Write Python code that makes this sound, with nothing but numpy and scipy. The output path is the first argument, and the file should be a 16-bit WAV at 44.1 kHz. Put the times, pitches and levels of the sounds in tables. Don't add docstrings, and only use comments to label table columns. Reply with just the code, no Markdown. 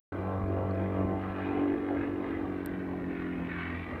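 import sys
import numpy as np
from scipy import signal
from scipy.fft import rfft, irfft
from scipy.io import wavfile
from scipy.ndimage import uniform_filter1d, map_coordinates

SR = 44100
rng = np.random.default_rng(int(sys.argv[2]) if len(sys.argv) > 2 else 0)


def output_pcm(signal):
    pcm = np.clip(np.atleast_2d(signal).T, -1, 1) * 32767
    wavfile.write(sys.argv[1], SR, np.round(pcm).astype(np.int16))


N = 176400
T = np.arange(N) / SR

# time_s, rate_hz
SHAFT_RATE = [(.13, 47.58), (.7, 47.66), (1.15, 47.72), (1.4, 47.36), (1.7, 48.03), (2.12, 47.55),
              (2.54, 46.63), (2.99, 45.51), (3.28, 44.16), (3.51, 43.53), (3.7, 42.9), (4, 42.77)]
# time_s, level_db
HUM_LEVEL = [(.13, -41), (.5, -34), (.75, -35), (1.03, -36.5), (1.3, -41), (1.75, -47.5), (2.5, -49),
             (3.4, -52), (3.7, -42), (4, -45)]
OCTAVE_LEVEL = [(.13, -55.5), (.27, -38), (.55, -44), (1.03, -36.5), (1.3, -43), (1.65, -52.5), (2.3, -50),
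                (2.6, -47), (2.8, -40), (3.25, -44), (3.6, -43.5), (4, -54.5)]
GROWL_LEVEL = [(.13, -47.5), (.25, -43.5), (.44, -44.5), (.51, -40.5), (.65, -39), (.78, -43),
               (1.03, -41.5), (1.3, -48.5), (1.6, -50.5), (2.1, -58.5), (2.7, -54), (4, -76)]
BUZZ_LEVEL = [(.13, -56), (.3, -46), (.75, -52.5), (1.03, -48), (1.3, -47.5), (1.6, -47), (2.1, -54.5),
              (2.6, -58), (4, -65)]
# shaft_multiple, gain_db
GROWL_HARMONICS = [(8, -3.5), (9, -8.5), (10, -7.5), (11, -6.5), (12, -8.5), (13, -8.5), (14, -3.5)]
BUZZ_HARMONICS = [(16, -2), (18, -9), (20, -8.5), (22, -5), (24, -7), (26, -23.5), (28, -10), (30, -16.5),
                  (32, -16)]
THROB_HARMONICS = [(3, -27.5), (4, -31), (5, -10.5), (6, 1.5), (7, -2), (8, -6.5), (9, -9), (10, -25),
                   (11, -20)]
# time_s, lag_rad, smear_rad
BEAT_SHAPE = [(1.55, .65, .2), (1.9, .7, .38), (2.4, .9, .3), (2.8, -.8, -.27), (3.5, -.8, -.3)]
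# time_s, level_db
THROB_LEVEL = [(.13, -48), (.22, -48.5), (.42, -45.5), (.5, -37.5), (.62, -47), (.8, -44.5), (1.05, -38),
               (1.3, -47.5), (1.41, -43), (1.5, -36), (1.6, -34), (1.75, -36.5), (2, -37.3), (2.3, -38),
               (2.55, -40.5), (2.8, -43), (3.05, -41), (3.35, -41.5), (3.55, -47), (3.72, -45), (4, -59)]
ROAR_LEVEL = [(.13, -40.5), (.24, -41.5), (.34, -44), (.44, -45), (.52, -37), (.65, -44.5), (.8, -38.5),
              (1, -37.5), (1.3, -42), (1.58, -43.5), (1.8, -40.5), (1.95, -41.5), (2.3, -45.5), (3, -53),
              (3.6, -54.5), (4, -57)]
RASP_LEVEL = [(.13, -52), (.3, -51), (.42, -55), (.65, -53.5), (.8, -51.5), (1, -51.5), (1.15, -53.5),
              (1.33, -47), (1.44, -41.5), (1.55, -46.5), (1.67, -47), (1.82, -51.5), (2.03, -46),
              (2.15, -50), (2.33, -45), (2.45, -51), (2.67, -48.5), (2.87, -53), (3.07, -51.5),
              (3.2, -45.5), (3.4, -49.5), (3.53, -42), (3.62, -40), (3.72, -42), (3.85, -44), (4, -45.5)]
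# time_s, delay_ms
GROUND_DELAY = [(.13, 2.494), (1.4, 2.438), (2.1, 2.39), (3.3, 2.773), (3.65, 2.67), (4, 2.5)]
# frequency_hz, gain_db
ROAR_EQ = [(100, -14), (220, -3.5), (330, 6.5), (450, -4), (600, 4.5), (800, -1.5), (1150, -3), (1600, -13),
           (2500, -31.5), (5000, -66)]
RASP_EQ = [(300, -32), (700, -4.5), (1150, 1), (1450, 1.5), (1800, 3.5), (2300, -1.5), (2700, -7.5),
           (3200, -14.5), (4000, -22.5), (5000, -40.5), (8000, -71.5)]
RUMBLE_EQ = [(20, -32), (32, -22.5), (48, -0.5), (70, 0.5), (110, -3.5), (160, -4), (300, -0.5),
             (1000, -17), (3000, -66.5)]
PUFF_EQ = [(20, -22), (40, -4), (60, 0), (120, -3), (170, -12), (300, -32), (1500, -80)]
HISS_EQ = [(1000, 9.5), (4000, 8), (6000, 3), (7600, 0), (8600, 3.5), (10500, -2.5), (12000, 3),
           (14000, -1.5), (14900, 1), (15500, -2)]
CLICK_EQ = [(1000, -22), (2300, -1), (3000, -11), (3800, -3), (4700, -10), (5600, -7), (6700, -24),
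            (7300, -18), (7900, -3), (8800, 1.5), (10400, -7), (11500, 1), (12800, 6), (14400, 2),
            (15200, -15)]
# centre_s, level_db, half_length_s
PUFFS = [(0.214, -47.5, 0.035), (0.433, -40.5, 0.054), (0.652, -38.5, 0.02), (1.052, -39.5, 0.013),
         (1.302, -48, 0.023), (2.007, -47, 0.046), (2.374, -46.5, .04)]
# start_s, peak_db
CLICKS = [(2.3085, -54), (2.661, -24)]
# centre_s, pitch_hz, glide_hz_per_s, peak_db, half_length_s
CHIRPS = [(.486, 4380, 15000, -72, .011), (.711, 4280, 0, -53.5, .0011), (.748, 5150, 0, -65, .001)]

BLADE_SMEAR_RAD = .06
LIMP_RAD = .048
RING_MULTIPLE = 6.5
ROAR_TRIM_DB, GROUND_GAIN = -1.5, .45
RUMBLE_DB, RUMBLE_FADE_DB_PER_S, HISS_DB = -43.5, .2, -73
CLICK_T60_S = .0049
OPEN_S, TOP_HZ = .12, 15800


def propeller(shaft):
    def harmonic(k, angle, **waver):
        return partial(k * angle - BLADE_SMEAR_RAD * k ** 2, **waver)

    hum = amp(curve(HUM_LEVEL)) * harmonic(2, shaft, waver_db=.5, drift_rad=.11, rate_hz=6.9)
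    hum += amp(curve(OCTAVE_LEVEL)) * harmonic(4, shaft, waver_db=2.95, drift_rad=.16, rate_hz=14)
    hum *= amp(.9 * wobble(28))
    shaken = shaft + .035 * wobble(22)
    growl = sum(amp(db) * harmonic(k, shaken, waver_db=2.8, drift_rad=.55, rate_hz=10)
                for k, db in GROWL_HARMONICS)
    buzz = sum(amp(db) * harmonic(k, shaken, waver_db=3.5, drift_rad=.65, rate_hz=11)
               for k, db in BUZZ_HARMONICS)
    flutter = amp(1.5 * wobble(20))
    return hum + flutter * (amp(curve(GROWL_LEVEL)) * growl + amp(curve(BUZZ_LEVEL)) * buzz)


def exhaust(shaft):
    times, lags, smears = np.transpose(BEAT_SHAPE)
    limp = LIMP_RAD * np.cos(shaft / 2)
    crank = shaft - np.interp(T, times, lags) + limp + .029 * wobble(30)
    smear = np.interp(T, times, smears)
    beats = np.zeros(N)
    for k, db in THROB_HARMONICS:
        phase = k * crank + smear * (k - RING_MULTIPLE) ** 3 - np.pi / 2
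        beats += amp(db) * partial(phase, waver_db=1.4, drift_rad=.22, rate_hz=11)
    return amp(curve(THROB_LEVEL) + .78 * wobble(30)) * beats


def torn_air(shaft):
    roar = churn(shaft, ROAR_EQ, per_blade=.068, per_turn=.07, flutter_db=1.25, patchy_db=5)
    rasp = churn(shaft, RASP_EQ, per_blade=.21, per_turn=.18, flutter_db=.8, patchy_db=1.88)
    return (amp(curve(ROAR_LEVEL) + ROAR_TRIM_DB) * ground_bounce(roar)
            + amp(curve(RASP_LEVEL)) * ground_bounce(rasp))


def churn(shaft, eq, per_blade, per_turn, flutter_db, patchy_db):
    pulsing = np.exp(per_blade * np.cos(2 * shaft) + per_turn * np.cos(shaft))
    rush = equalise(patchy_noise(patchy_db) * pulsing, eq)
    return unit_rms(rush * amp(flutter_db * wobble(45)))


def patchy_noise(depth_db):
    spectrum = signal.stft(rng.standard_normal(N), nperseg=1024)[2]
    patches = uniform_filter1d(rng.standard_normal(spectrum.shape), 9, axis=0)
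    patches = uniform_filter1d(patches, 10, axis=1)
    return signal.istft(spectrum * amp(depth_db * unit_rms(patches)), nperseg=1024)[1][:N]


def ground_bounce(direct):
    bounce = np.interp(T - curve(GROUND_DELAY) / 1000, T, direct)
    return unit_rms(direct + GROUND_GAIN * bounce)


def wind():
    rumble = unit_rms(equalise(rng.standard_normal(N), RUMBLE_EQ) * amp(3.2 * wobble(13)))
    swells = sum(amp(db) * np.exp(-((T - centre) / half_length) ** 2)
                 for centre, db, half_length in PUFFS)
    puffs = swells * unit_rms(equalise(rng.standard_normal(N), PUFF_EQ))
    hiss = unit_rms(equalise(rng.standard_normal(N), HISS_EQ))
    return amp(RUMBLE_DB - RUMBLE_FADE_DB_PER_S * T) * rumble + puffs + amp(HISS_DB) * hiss


def camera_clicks():
    out = np.zeros(N)
    for start, peak_db in CLICKS:
        decay = (T >= start) * amp(-60 * np.abs(T - start) / CLICK_T60_S)
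        contact = .13 * rng.standard_normal(N) * decay
        contact[round(start * SR)] += 1
        tick = equalise(contact, CLICK_EQ)
        out += amp(peak_db) * tick / np.abs(tick).max()
    return out


def bird():
    out = np.zeros(N)
    for centre, pitch, glide, peak_db, half_length in CHIRPS:
        t = T - centre
        envelope = amp(peak_db) * np.exp(-(t / half_length) ** 2)
        out += envelope * np.sin(2 * np.pi * (pitch + glide * t / 2) * t)
    return out


def partial(phase, waver_db, drift_rad, rate_hz):
    gain = np.sqrt(2) * amp(waver_db * wobble(rate_hz))
    return gain * np.cos(phase + drift_rad * wobble(rate_hz))


def wobble(rate_hz):
    return map_coordinates(rng.standard_normal(400), [T * rate_hz], mode="wrap")


def equalise(x, eq):
    hz, db = np.transpose(eq)
    bins_hz = np.fft.rfftfreq(N, 1 / SR)
    gain = amp(np.interp(np.log(bins_hz + 1), np.log(hz), db))
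    return irfft(rfft(x) * gain, N)


def curve(rows):
    return np.interp(T, *np.transpose(rows))


def amp(db):
    return 10 ** (np.asarray(db) / 20)


def unit_rms(x):
    return x / np.sqrt(np.mean(x ** 2) + 1e-20)


def scene():
    shaft = 2 * np.pi * np.cumsum(curve(SHAFT_RATE)) / SR
    aircraft = propeller(shaft) + exhaust(shaft) + torn_air(shaft)
    return (aircraft + wind() + camera_clicks() + bird())[None]


def record(dry):
    opened = dry * np.clip((T - OPEN_S) / .002, 0, 1)
    passband = np.fft.rfftfreq(N, 1 / SR) < TOP_HZ
    return irfft(rfft(opened) * passband, N)


dry = scene()
out = record(dry)
output_pcm(out)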